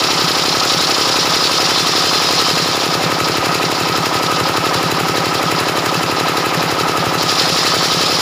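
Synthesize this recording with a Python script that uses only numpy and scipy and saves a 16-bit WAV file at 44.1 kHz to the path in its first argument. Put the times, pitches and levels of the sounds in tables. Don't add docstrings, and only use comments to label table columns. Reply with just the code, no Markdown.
import sys
import numpy as np
from scipy import signal
from scipy.fft import rfft, irfft, next_fast_len
from scipy.io import wavfile

SR = 44100
rng = np.random.default_rng(int(sys.argv[2]) if len(sys.argv) > 2 else 0)


def master_out(mix):
    frames = np.transpose(np.atleast_2d(mix))
    ceiling = np.clip(frames, -1, 1)
    pcm = np.round(ceiling * 32767).astype(np.int16)
    wavfile.write(sys.argv[1], SR, pcm)


def volts(x):
    e = np.asarray(x, float) / 20
    return 10 ** e


N = 362046

# f/Hz, width/Hz, level/dB
CASING_PANELS = [(322.4, 13, 5), (435.5, 5.9, 1), (539.6, 25, 7), (758, 9.7, -0.5), (995, 13, 3.5)]
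RUB_FROM_S = 3.0


def rms_one(x):
    return x / np.sqrt(np.mean(x ** 2) + 1e-20)


def in_time(rows):
    s, *columns = np.transpose(rows)
    return [np.interp(np.arange(N) / SR, s, c) for c in columns]


def drift(rate):
    r = np.exp(-80 * np.pi * rate / SR)
    white = rng.standard_normal(N // 40 + 2002)
    slow = signal.lfilter([1], [1, -2 * r, r * r], white)[2000:]
    return np.interp(np.arange(N) / 40, np.arange(len(slow)), rms_one(slow))


def between(free_db, load_db, load):
    return free_db + load * (load_db - free_db)


def ring(clicks, hz, t60):
    r, w = volts(-60 / (t60 * SR)), 2 * np.pi * hz / SR
    soft = np.exp(-3 * hz / SR)
    clicks = clicks + 1e-18
    hard = signal.lfilter([0, np.sin(w)], [1, -2 * r * np.cos(w), r * r], clicks)
    onset = signal.lfilter([0, np.sin(w)], [1, -2 * r * soft * np.cos(w), (r * soft) ** 2], clicks)
    return hard - onset


def resonate(x, hz, width_hz):
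    r, w = np.exp(-np.pi * width_hz / SR), 2 * np.pi * hz / SR
    return signal.lfilter([1, 0, -1], [1, -2 * r * np.cos(w), r * r], x)


def steep_mode(x, hz, width_hz):
    return rms_one(resonate(resonate(x, hz, width_hz), hz, width_hz))


def coloured_noise(spectrum, patchy_db, shared, rate, modes=()):
    out, together, white = 0, drift(rate), rng.standard_normal((2, N))
    edges = 200 * 2 ** np.arange(0, 6.6, .5)
    for k, (low, high) in enumerate(zip(edges, edges[1:])):
        band = signal.sosfilt(signal.butter(2, [low, high], "band", fs=SR, output="sos"), white[k % 2])
        out = out + band * volts(patchy_db * (shared * together + drift(rate)))
    out = out + signal.sosfilt(signal.butter(2, edges[0], fs=SR, output="sos"), white[1])
    size = next_fast_len(N)
    hz = np.fft.rfftfreq(size, 1 / SR) + 1
    spectrum_hz, spectrum_db = np.transpose(spectrum)
    colour_db = np.interp(np.log(hz), np.log(spectrum_hz), spectrum_db, left=-70)
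    for mode_hz, width_hz, mode_db in modes:
        colour_db = colour_db + mode_db / (1 + (2 * (hz - mode_hz) / width_hz) ** 2)
    return rms_one(irfft(rfft(out, size) * volts(colour_db), size)[:N])


def once_a_cycle(cycles, share, spread_db):
    count = np.floor(cycles - share)
    passing = np.diff(count, prepend=count[0]) > 0
    strength = volts(spread_db * rng.standard_normal(128))
    return passing * strength[(count - count[0]).astype(int)]


def crank():
    # t/s, rate/(cycles/s)
    speed = [(0, 11.461), (1.1, 11.302), (1.8, 11.371), (2.75, 11.273), (3.15, 11.664), (4.4, 11.694),
             (5.3, 11.648), (6.6, 11.685), (7.22, 11.617), (7.8, 11.121), (8.21, 11.091)]
    return -.0642 + np.cumsum(in_time(speed)[0]) / SR


def engine_body(cycles, load):
    # f/Hz, density/(dB per Hz)
    clatter_colour = [(60, -17), (150, -26.5), (300, -14), (500, -11), (800, -6), (1000, -10.5),
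                      (1100, -9.5), (1500, -10.5), (2600, -13.5), (3500, -19), (6000, -27.5), (8000, -38.5),
                      (15500, -36)]
    swing = np.cos(2 * np.pi * (cycles - .22))
    clatter = coloured_noise(clatter_colour, patchy_db=1.4, shared=0.35, rate=11.5, modes=CASING_PANELS)
    howl = steep_mode(rng.standard_normal(N), hz=1267, width_hz=124)
    howl_db = between(-25.5, -27.5, load) + 2.7 * swing + 1.3 * drift(7.5)
    return volts(-22 + 0.66 * swing) * clatter + volts(howl_db) * howl


def puffs(cycles, load):
    # share/cycle, timing spread/cycle, rise/cycle, fall/cycle, free level/dB, loaded level/dB
    leaks = [(0.191, 0.015, 0.0037, 0.046, -4.5, 3), (.31, 0.012, 0.025, 0.034, -2.5, -6.5),
             (.37, 0.0094, 0.021, 0.023, 4, 2), (.5, .01, 0.086, 0.15, -5, -6.5),
             (.725, 0.013, 0.0055, 0.036, -6, -6)]
    # f/Hz, density/(dB per Hz)
    hiss_colour = [(900, -2), (2000, -6), (3000, -14), (5000, -13), (6200, -18.5), (7000, -10.5),
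                   (8200, -20.5), (10000, -17.5), (13900, -22), (14300, -24), (14600, -19), (15000, -21),
                   (16000, -22)]
    # f/Hz, width/Hz, level/dB
    manifold = [(2640, 200, 13), (3070, 80, 13.5), (3970, 130, 15), (4870, 150, 7), (6460, 190, 5.5)]
    steady_leak_db, puff_spread_db = -16, 1.0
    power = volts(2 * steady_leak_db) + np.zeros(N)
    for share, spread, rise, fall, free_db, load_db in leaks:
        cycle_number = np.floor(cycles - share + 2.5).astype(int)
        late, hard = rng.standard_normal((128, 2))[cycle_number].T
        since = (cycles - share + .5) % 1 - .5 - spread * late
        opening = np.exp(-.5 * (since / rise) ** 2)
        dying = np.exp(-np.abs(since) / fall)
        shape = np.where(since < 0, opening, dying)
        power += shape * volts(2 * (between(free_db, load_db, load) + puff_spread_db * hard))
    hiss = coloured_noise(hiss_colour, patchy_db=0.54, shared=0.38, rate=19.0, modes=manifold)
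    return volts(-20.5) * np.sqrt(power) * hiss


def valve_gear(cycles, load):
    # f/Hz, t60/s, free level/dB, loaded level/dB
    knocks = [(1053, 0.014, -11.5, -12), (622, 0.044, -19, -28), (770, 0.0018, 5.5, 9),
              (500, 0.0047, -2.5, -4), (91.5, 0.067, -28.5, -24), (96, 0.035, -15.5, -37),
              (943, 0.0042, -0.5, -9.5), (1265, 0.034, -13, -17), (774, 0.021, -12.5, -13.5),
              (1120, 0.012, -18, -4), (529, 0.019, -17, -18), (1016, 0.027, -13, -32)]
    knock_shares = [.026, .057, .128, .176, .19, .43, .456, .729, .923, .934, .947, .987]
    contact_shares = [.07, .2, .56, .8, .94]
    scatter = .04
    out = np.zeros(N)
    for share, (hz, t60, free_db, load_db) in zip(knock_shares, knocks):
        clicks = once_a_cycle(cycles, share, spread_db=0.0)
        out += ring(clicks * volts(between(free_db, load_db, load)), hz, t60)
    for hz, width_hz, panel_db in CASING_PANELS:
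        clicks = np.zeros(N)
        for share, (late, side) in zip(contact_shares, rng.random((5, 2))):
            clicks += np.sign(side - .5) * once_a_cycle(cycles, share + scatter * late, spread_db=0.0)
        out += volts(-30.0 + panel_db) * ring(clicks, hz, 0.77 / width_hz)
    return out


def exhaust(cycles, load):
    # share/cycle, push 1 or suck -1, bark f/Hz, bark t60/s, bark level/dB
    pulses = [(.127, 1, 365, .017, -6), (.443, -1, 378, .011, 2), (.729, 1, 360, .012, -4)]
    # boom lag/cycle, boom f/Hz, boom t60/s, boom level/dB
    pipes = [(0.061, 130, 0.019, -15.5), (0.047, 116, 0.027, -14), (-0.062, 166.6, 0.11, -14.5)]
    out = np.zeros(N)
    for (share, push, bark_hz, bark_t60, bark_db), (lag, boom_hz, boom_t60, boom_db) in zip(pulses, pipes):
        boom_clicks = once_a_cycle(cycles, share + lag, spread_db=3.34)
        bark_clicks = once_a_cycle(cycles, share, spread_db=0.7)
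        out += push * volts(boom_db) * ring(boom_clicks, boom_hz, boom_t60)
        out += push * volts(bark_db) * ring(bark_clicks, bark_hz, bark_t60)
    return out * volts(-2.2 * load)


def feed():
    # contact t/s, time to full depth/s, clear of the teeth t/s, time to back out/s
    pushes = [
        (-1.5, 2.3, 2.96, .5),
        (7.165, .16, 9.5, .5),
    ]
    rasp_db = -18.5
    s = np.arange(N) / SR
    rub_db = -24 - 0.9 * np.maximum(s - RUB_FROM_S, 0)
    depth, since = np.zeros(N), np.zeros(N)
    for contact, dig, clear, back_out in pushes:
        depth = depth + np.clip(np.minimum((s - contact) / dig, (clear - s) / back_out), 0, 1)
        since = np.where(s > contact, s - contact, since)
    power = volts(2 * rub_db) * (1 - depth) + volts(2 * rasp_db) * depth
    return depth, 10 * np.log10(power), since


def engine_load(depth):
    lag_s, full_load = 0.13, 0.99
    keep = np.exp(-1 / (lag_s * SR))
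    lagged = signal.lfilter([1 - keep], [1, -keep], depth, zi=[depth[0]])[0]
    return np.clip(full_load * lagged, 0, 1)


def wobble(cycles, load, since):
    # t/s, belt slip/turn, three-a-turn swing/dB
    belt = [(0, -.02, 4), (.5, -.03, 4), (1.5, -.067, 1.5), (2.5, -.052, 1.2), (3.5, .006, 2.4),
            (4.5, .034, 2.7), (6, .058, 1.8), (7.4, .061, .8), (8.21, .065, .8)]
    pulley_ratio = .84
    slip, thrice_db = in_time(belt)
    once_db = between(3.5, 0.9, load)
    lead = .1 + 0.23 * np.maximum(np.arange(N) / SR - RUB_FROM_S, 0)
    lead = between(lead, 2, load)
    angle = 2 * np.pi * (pulley_ratio * cycles + slip)
    bite_db = once_db * np.cos(angle + lead) + thrice_db * np.cos(3 * angle)
    first_bite_db = 1.0 * np.exp(-since / 1.2)
    return bite_db + first_bite_db * np.cos(angle + 2.3)


def blade(cycles, blade_db, load, since):
    # f/Hz, density/(dB per Hz)
    rasp_colour = [(1300, -23), (2000, -16.5), (2800, -7.5), (3800, -3), (5100, -0.5), (5700, -4.5),
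                   (6200, -12.5), (6900, -10.5), (7600, -15), (8100, -21.5), (10000, -20), (13900, -38),
                   (14500, -18), (16000, -43)]
    # f/Hz, width/Hz, level under the rasp/dB
    plate_modes = [(3107, 22, -23), (3500, 38, -21.5), (3830, 160, -17.5), (4210, 29, -49),
                   (4175, 200, -15), (4540, 31, -18), (5040, 97, -14), (5130, 200, -21.5),
                   (5200, 96, -23.5), (5606, 160, -19.5)]
    streak_db, streaks_per_s, streak_load_db = 5., 12., 6.
    bite_db = wobble(cycles, load, since)
    rasp = coloured_noise(rasp_colour, patchy_db=1.43, shared=0.99, rate=80.0)
    teeth = rng.standard_normal(N)
    for hz, width_hz, mode_db in plate_modes:
        flare_db = streak_db * drift(streaks_per_s) + streak_load_db * load
        rasp = rasp + volts(mode_db - 4.5 + flare_db) * steep_mode(teeth, hz, width_hz)
    plate = signal.sosfiltfilt(signal.butter(3, 6300, fs=SR, output="sos"), rasp)
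    return volts(blade_db) * (rasp + (volts(bite_db) - 1) * plate)


def scene():
    cycles = crank()
    depth, blade_db, since = feed()
    load = engine_load(depth)
    engine = engine_body(cycles, load) + puffs(cycles, load) + valve_gear(cycles, load) + exhaust(cycles, load)
    engine = engine - 0.28 * signal.lfilter(*signal.iirpeak(205, 4.0, fs=SR), engine)
    return (engine + blade(cycles, blade_db, load, since))[None]


def top_cut(x):
    return signal.sosfilt(signal.butter(12, 16750, fs=SR, output="sos"), x)


def record(dry):
    rounded = 1.077 * np.tanh(dry / 1.022)
    thin = signal.sosfilt(signal.butter(4, 72, "high", fs=SR, output="sos"), rounded)
    size = next_fast_len(N)
    spectrum = rfft(thin, size) * (np.fft.rfftfreq(size, 1 / SR) < 15520)
    mix = irfft(spectrum, size)[:, :N]
    return top_cut(mix)


dry = scene()
out = record(dry)
master_out(out)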